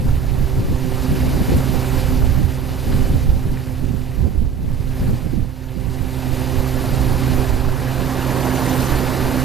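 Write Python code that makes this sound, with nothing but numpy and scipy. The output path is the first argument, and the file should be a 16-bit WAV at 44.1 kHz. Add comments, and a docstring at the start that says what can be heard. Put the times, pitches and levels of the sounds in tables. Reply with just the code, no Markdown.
"""A paddle-wheel aerator churns a fish pond: bubbling roar, hissing spray and a few near slaps of water.
Its geared drive hums in steady overtones and shakes the frame into a dull drone.
Position: on the bank, with the two microphone ports of a hand-held camera.
In front of it all, wind rumbles, flaps and thumps on the ports; its gusts thin out near the end.
Water is shaped noise, drops and ringing bubbles; the hum is wavering tones; wind is low noise in gusts."""
import sys
import numpy as np
from scipy import signal
from scipy.fft import rfft, irfft
from scipy.io import wavfile
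from scipy.ndimage import uniform_filter1d

SR = 44100
rng = np.random.default_rng(int(sys.argv[2]) if len(sys.argv) > 2 else 0)


def unload_wav(signal):
    """Save mono or channel-first audio to the path in sys.argv[1] as 16-bit WAV at rate SR, clipped to [-1, 1]."""
    wavfile.write(
        sys.argv[1],
        SR,
        np.round(np.clip(np.atleast_2d(signal).T, -1, 1) * 32767).astype(np.int16),
    )


N = 416304
TIME = np.arange(N) / SR  # s
BINS = np.fft.rfftfreq(N, 1 / SR)  # Hz

# Level at which spray, churn and hum are heard; it sinks after strong gusts, as under a gain control:
# [t/s, level/dB before each layer's trim]
HEARD_LEVEL = [(0.03, -43.5), (0.76, -41.5), (1.16, -37), (1.99, -35.5), (2.6, -42.5), (2.99, -38),
               (3.33, -43.5), (4.22, -47), (4.56, -52), (5.04, -42), (5.53, -50.5), (6.37, -37.5),
               (7.39, -35.5), (7.68, -40.5), (7.95, -37), (8.78, -33.5), (9.07, -34), (9.44, -34)]
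# Weight of the roar, greater toward the end: [t/s, churn level/dB relative to HEARD_LEVEL, before trim]
CHURN_WEIGHT = [(0, 2.3), (2.0, 1.5), (4.9, 2), (6.3, 1.5), (7.3, 4.5), (8.4, 7.5), (9.44, 5.5)]
# Spectrum of the heavy water off the paddles: [f/Hz, level/dB per Hz]
CHURN_COLOUR = [(40, -21), (110, 5), (200, 3), (330, 4), (440, -1.5), (550, -0.5), (660, -1.5), (900, -3),
                (1320, -9.5), (1700, -9.5), (2500, -22.5), (4000, -25), (9000, -42)]
# Spectrum of the fine spray: [f/Hz, level/dB per Hz]
SPRAY_COLOUR = [(400, 0), (1320, -5), (2000, 4), (2900, 3.5), (3300, -.5), (3700, 1.5), (4700, 1),
                (5500, -2.5), (7000, -4), (8600, -6), (10300, -4), (12400, 0), (13300, -3), (14300, -4.5)]
# Late widening of the hiss, strongest at 8.3 to 8.9 s: [t/s, level/dB relative to HEARD_LEVEL]
WIDE_HISS_LEVEL = [(3.5, -36), (7.9, -13), (8.3, -2), (8.85, 4), (9.15, -16), (9.44, -1)]
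# Spectrum of the wide hiss, noise unlike at the two ports: [f/Hz, level/dB per Hz]
WIDE_HISS_COLOUR = [(1500, -18), (3000, -10), (4800, -16), (6000, -5), (9000, -9), (12500, -10),
                    (14300, -1.5)]
# Single drops slapping down close by: [t/s, level/dB before the decay, centre f/Hz, width/octaves, decay/s]
SLAPS = [(.722, -45.5, 1200, .6, 0.0032), (1.570, -28, 11000, .3, 0.0023), (2.923, -29.5, 1700, .5, 0.0054),
         (3.571, -34, 1850, 0.29, .005), (7.648, -29, 1300, .7, .004), (8.305, -27, 1300, .7, .004)]
# Overtones of the geared drive: [multiple of the mesh rate, level/dB relative to the hum,
# unsteadiness/0-1, share of the shared slow change of level that it follows/0-1]
GEAR_ORDERS = [(.5, 1, 0.1, 0.57), (1, 7, 0.24, 0.65), (2, 3, 0.47, 0.96), (3, -4.5, 0.5, 1),
               (4, -10, 0.89, 1), (6, -14.5, 0.54, 0.94), (7, -19.5, 0.4, 1)]
MESH_HZ = 128.55
# The hum follows HEARD_LEVEL (dB per dB) from its usual level up to a ceiling
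USUAL_SPRAY_DB, HUM_DB, HUM_FOLLOWS, HUM_TOP_DB = -39.5, -34.5, 1, -31
# Resonances of frame and floats, shaken by the drive: [f/Hz, width/Hz, level/dB relative to the hum]
FRAME_MODES = [(320, 16, -14), (377.5, 17, -8), (507, 16, -12.5), (538.3, 31, -6.5), (760, 68, -28)]
# Likeness of the pond sound at the two ports: [f/Hz, likeness/0-1]
PORT_LIKENESS = [(100, 0.99), (300, 0.91), (900, 0.92), (1900, 0.98), (3100, 1), (5000, .98), (8000, 1),
                 (10500, 0.84), (14000, 0.62)]
# Level difference of the pond sound between the ports: [f/Hz, left minus right level/dB]
PORT_BALANCE = [(100, -19), (300, -10), (600, -5.5), (1000, -3.4), (1600, -1), (2800, -0.5), (7000, 0),
                (10500, -1.2), (14000, 0)]
# Phase difference of the pond sound between the ports: [f/Hz, left lead/rad]
PORT_LEAD = [(100, -0.036), (400, -0.0036), (1200, -0.63), (2000, -0.53), (3000, 0.18), (7000, -0.32),
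             (11500, -0.39), (14000, -.1)]
# Breeze between gusts: it sinks, swells again around 7.2 s, then eases:
# [t/s, rumble level/dB, left flapping level/dB, right flapping level/dB]
BREEZE = [(0, -18.5, -35, -39), (2.7, -22, -33, -32), (3.7, -23.5, -39, -40), (4.85, -21, -30.5, -31),
          (5.6, -27.5, -56, -45), (7.2, -17, -39, -36), (8.2, -25, -42, -44), (9.44, -25, -35, -46)]
# Gusts: [start t/s, length/s, rumble level/dB, left flapping level/dB, right flapping level/dB]
GUSTS = [(0.0, 0.14, -15, -20, -29), (0.302, .13, -15.5, -26.5, -25), (0.555, 0.16, -20, -18.5, -33),
         (0.84, 0.056, -23, -42, -22), (1.085, .33, -21, -21, -25), (1.47, 0.13, -18.5, -18.5, -26),
         (1.675, .08, -16, -33, -17.5), (1.91, 0.13, -19.5, -32, -30), (2.08, 0.23, -11.5, -29, -23),
         (2.32, 0.11, -12.5, -31, -18), (2.86, 0.19, -13.5, -21.5, -23.5),
         (3.096, 0.061, -11.5, -17.5, -28), (3.209, 0.15, -12, -26, -27), (3.425, .1, -14.5, -23.5, -26),
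         (3.803, 0.16, -18.5, -40, -20.5), (4.167, 0.12, -15, -31, -18.5), (4.347, 0.12, -12.5, -33, -24),
         (4.59, 0.16, -26, -35, -31), (4.99, 0.15, -16, -19.5, -25), (5.239, 0.19, -16, -37, -21.5),
         (5.753, 0.13, -17.5, -44, -25), (5.986, .06, -23, -46, -25), (6.27, 0.045, -17.5, -41, -29),
         (6.543, 0.065, -15.5, -42, -27), (6.887, 0.32, -16.5, -31, -28), (7.258, .1, -17.5, -31, -22),
         (7.502, 0.065, -14, -39, -26), (7.65, 0.066, -17, -36, -36), (8.888, 0.075, -18, -36, -43),
         (9.195, 0.086, -22.5, -36, -42)]
GUST_ATTACK_S, GUST_RELEASE_S = 0.035, 0.03
# The left port is sheltered from rumble (dB), less so when a gust comes from its side (dB per dB of flapping)
LEFT_RUMBLE_DB, RUMBLE_TURNS = -8, 0.28
# Spectrum of the wind's slow pressure swings: [f/Hz, level/dB per Hz]
RUMBLE_COLOUR = [(4, -21), (14, 5.5), (28, -1.5), (60, 1.5), (100, -2), (135, -6), (190, -23.5), (400, -42),
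                 (1000, -90)]
# Spectrum of the small eddies flapping on each port: [f/Hz, level/dB per Hz]
FLAP_COLOUR = [(40, -20), (100, -4), (150, -1), (220, -5), (320, -12.5), (480, -19.5), (750, -33.5),
               (1300, -64), (4000, -95)]
# Hardest eddies thumping the ports: [t/s, left level/dB, right level/dB, swing f/Hz, overload factor]
THUMPS = [(0.599, -14, -19, 110, 1.8), (1.521, -10, -28, 380, 1), (2.236, -21, -5.5, 56, 1.4),
          (2.445, -22, -8, 74, 1.1), (3.147, -18, -6, 134, 0.86), (4.264, -29, -11, 79.4, 5.6),
          (4.392, -28, -15, 54.7, 0.87), (5.024, -14, -17, 45, 1)]
EDGE_HZ = 14290  # upper band limit of the camera


def churn(level_db, slosh):
    """Paddles dig into the pond: a dull roar of clumped impacts, full of bubbles."""
    roar = clumped(impacts(per_s=6000, spread_db=2.0), patchy_db=1.24, patch_hz=700, patch_s=0.029)
    roar = coloured(at_ports(roar), CHURN_COLOUR) * gain_of(5.0 + 0.34 * slosh)
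    gurgle = bubbles(per_s=260, low_hz=526, high_hz=2735, cycles=7.4, count=20)
    gurgle = gurgle * gain_of([[-13], [-10.5]])  # left, right
    return (roar + gurgle) * gain_of(level_db)


def impacts(per_s, spread_db):
    """Random drops, most small and a few large."""
    size = gain_of(spread_db * np.minimum(rng.exponential(1, (2, N)), 4))
    sign = rng.choice([-1, 1], (2, N))
    lands = rng.random((2, N)) < per_s / SR
    return evened(size * sign * lands)


def bubbles(per_s, low_hz, high_hz, cycles, count):
    """Trapped air rings briefly, rising in pitch as it nears the surface."""
    t, out = np.arange(2048) / SR, np.zeros(N)
    for hz in np.geomspace(low_hz, high_hz, count):
        age = t * hz / cycles  # in decay times
        ring = np.exp(-age) * np.sin(2 * np.pi * hz * t * (1 + 0.034 * age))
        births = (rng.random(N) < per_s / count / SR) * rng.exponential(1, N)
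        out += signal.oaconvolve(births, ring)[:N]
    return evened(out)


def spray(level_db, slosh):
    """Fine spray hisses, larger drops patter, and a close surface adds one faint echo."""
    drops = rng.standard_normal((2, N)) + gain_of(-3.0) * impacts(per_s=1800, spread_db=0.5)
    drops = at_ports(clumped(drops, patchy_db=1.19, patch_hz=2200, patch_s=0.025))
    echo_s = 0.00182
    echo = 0.064 * np.exp(-2j * np.pi * BINS * echo_s)
    drops = irfft(rfft(drops) * (1 - echo), N)  # the echo returns inverted
    return coloured(drops, SPRAY_COLOUR) * gain_of(level_db + 1.5 + 0.31 * slosh)


def wide_hiss(level_db):
    """Patchy noise, unlike at the two ports, widens the hiss late on."""
    fizz = clumped(rng.standard_normal((2, N)), patchy_db=4.0, patch_hz=2000, patch_s=0.018)
    return coloured(fizz, WIDE_HISS_COLOUR) * gain_of(level_db + played(WIDE_HISS_LEVEL)[0])


def slaps():
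    """Each near drop is a short, quickly dying burst in one band, alike at both ports."""
    out, size = np.zeros(N), 4096
    t = np.arange(size) / SR
    hz = np.fft.rfftfreq(size, 1 / SR) + 1  # + 1 avoids log of zero
    for s, db, centre_hz, octaves, decay_s in SLAPS:
        band = np.exp(-0.5 * (np.log2(hz / centre_hz) / octaves) ** 2)
        burst = evened(irfft(rfft(rng.standard_normal(size)) * band, size))
        envelope = np.exp(-t / decay_s) * (1 - np.exp(-t / 0.0004))
        part = out[round(s * SR):][:size]
        part += (gain_of(db) * burst * envelope)[:len(part)]
    return out


def clumped(pair, patchy_db, patch_hz, patch_s):
    """Sound falls in clumps: short patches in time and pitch swell and fade."""
    hz, t, z = signal.stft(pair, SR, nperseg=256)
    field = rng.standard_normal(z.shape[1:])
    field = uniform_filter1d(field, max(1, int(patch_hz / hz[1])), axis=0)
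    field = uniform_filter1d(field, max(1, int(patch_s / t[1])), axis=1)
    patchy = z * gain_of(patchy_db * evened(field))
    return signal.istft(patchy, SR, nperseg=256)[1][:, :N]


def drive(hum_db):
    """Gear teeth mesh at a steady rate; the changing paddle load makes each overtone waver."""
    turns = np.cumsum(MESH_HZ + 0.14 * wander(rate_hz=2.18)) / SR
    out = np.zeros((2, N))
    for order, db, unsteady, follows in GEAR_ORDERS:
        drift = evened(wander(rate_hz=7.3) + 1j * wander(rate_hz=3.1))  # in level and phase
        waver = np.sqrt(1 - unsteady ** 2) + unsteady * drift
        level = gain_of(db + HUM_DB + follows * (hum_db - HUM_DB))
        line = level * waver * np.exp(2j * np.pi * (order * turns + rng.random()))
        left = line * np.exp(1j * read(PORT_LEAD, order * MESH_HZ))
        out += np.sqrt(2) * np.array([left, line]).real
    return out * gain_of([[-5.5], [3]])  # left, right


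def frame(hum_db):
    """The shaken frame drones in a few broad resonances."""
    response = 0
    for hz, width, db in FRAME_MODES:
        response = response + gain_of(db) / np.sqrt(width) / (1 + 2j * (BINS - hz) / width) ** 2
    shake = irfft(rfft(rng.standard_normal((2, N))) * response * np.sqrt(2 * SR / np.pi), N)
    return at_ports(shake) * gain_of(hum_db)


def at_ports(pair):
    """Two unrelated sounds become what the two close ports pick up from the pond."""
    a, b = rfft(pair)
    same = read(PORT_LIKENESS, BINS)
    # half of the level and phase difference goes to each port
    tilt = gain_of(read(PORT_BALANCE, BINS) / 2) * np.exp(0.5j * read(PORT_LEAD, BINS))
    ports = np.array([a * tilt, (same * a + np.sqrt(1 - same ** 2) * b) / tilt])
    return irfft(ports / abs(tilt + 1 / tilt), N)


def wind(shared, lumpy_db):
    """Large eddies press partly alike on both ports; small ones flap on each port alone."""
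    a, b = rng.standard_normal((2, N)) * gain_of(lumpy_db / 2 * wander(rate_hz=28))
    left = (signal.hilbert(a) * np.exp(0.55j)).real  # the gust reaches the left port first
    right = shared * a + np.sqrt(1 - shared ** 2) * b
    rumble_gain, flap_gain = wind_strength()
    rumble = coloured(np.array([left, right]), RUMBLE_COLOUR) * rumble_gain
    lumps = gain_of(lumpy_db * np.array([wander(rate_hz=24), wander(rate_hz=30)]))
    flaps = coloured(rng.standard_normal((2, N)) * lumps, FLAP_COLOUR) * flap_gain
    return rumble + flaps + thumps()


def wind_strength():
    """Gusts add their power to the breeze: gains of the rumble and of the flapping at both ports."""
    power = gain_of(played(BREEZE)) ** 2
    for start, length, rumble_db, left_db, right_db in GUSTS:
        gust = gain_of([[rumble_db], [left_db], [right_db]]) * gust_shape(start, length)
        power += gust ** 2
    rumble, left, right = np.sqrt(power)
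    shelter = gain_of(LEFT_RUMBLE_DB) * (left / right) ** RUMBLE_TURNS
    return np.array([rumble * shelter, rumble]), np.array([left, right])


def gust_shape(start, length):
    """A gust builds quickly, holds, and dies away."""
    age = TIME - start
    rise = np.clip(age / GUST_ATTACK_S + 0.5, 0, 1)  # half way up at the start time
    return rise * np.exp(-np.clip((age - length) / GUST_RELEASE_S, 0, 20))


def thumps():
    """A hard eddy is a push and pull of pressure, flattened where it overloads the port."""
    out, t = np.zeros((2, N)), np.arange(-2048, 2048) / SR
    for s, left_db, right_db, hz, overload in THUMPS:
        swing = np.sin(2 * np.pi * hz * t) * np.exp(-(hz * t) ** 2)
        flattened = np.tanh(overload * swing) / np.tanh(overload)
        start = round((s + t[0]) * SR)
        out[:, start:start + len(t)] += gain_of([[left_db], [right_db]]) * flattened
    return out


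def gain_of(db):
    """Decibels to amplitude."""
    return 10 ** (np.asarray(db) / 20)


def evened(x):
    """Scales to rms 1."""
    return x / np.sqrt(np.mean(abs(x) ** 2) + 1e-20)


def read(points, hz):
    """Reads a spectrum table on a log-frequency axis."""
    f, value = np.transpose(points)
    return np.interp(np.log(hz + 1), np.log(f + 1), value)


def played(rows):
    """The columns of a curve table, sample by sample."""
    s, *columns = np.transpose(rows)
    return np.array([np.interp(TIME, s, c) for c in columns])


def wander(rate_hz):
    """Slow random drift of rms about 1: low-passed noise on a coarse time grid."""
    size = 4096
    hz = np.fft.rfftfreq(size, N / SR / size)
    slow = evened(irfft(rfft(rng.standard_normal(size)) / (1 + (hz / rate_hz) ** 2), size))
    return np.interp(TIME, np.linspace(0, N / SR, size), slow)


def coloured(x, colour):
    """Filters a sound by a spectrum table, then scales to rms 1 over both ports."""
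    return evened(irfft(rfft(x) * gain_of(read(colour, BINS)), N))


def scene():
    """Water, machine and wind together; one heard level and one uneven slosh move both roar and spray."""
    spray_db = played(HEARD_LEVEL)[0]
    churn_db = spray_db + played(CHURN_WEIGHT)[0]
    hum_db = np.minimum(HUM_DB + HUM_FOLLOWS * (spray_db - USUAL_SPRAY_DB), HUM_TOP_DB)
    slosh = wander(rate_hz=23)
    water = churn(churn_db, slosh) + spray(spray_db, slosh) + wide_hiss(spray_db) + slaps()
    machine = drive(hum_db) + frame(hum_db)
    return water + machine + wind(shared=0.58, lumpy_db=3.5)


def record(dry):
    """The ports round off the very largest swings; then the camera's band limit."""
    ceiling = 0.92
    held = dry / (1 + (dry / ceiling) ** 8) ** (1 / 8)
    lowpass = signal.firwin(1023, EDGE_HZ, window=("kaiser", 9), fs=SR)
    return signal.oaconvolve(held, lowpass[None], "same")


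dry = scene()
out = record(dry)
unload_wav(out)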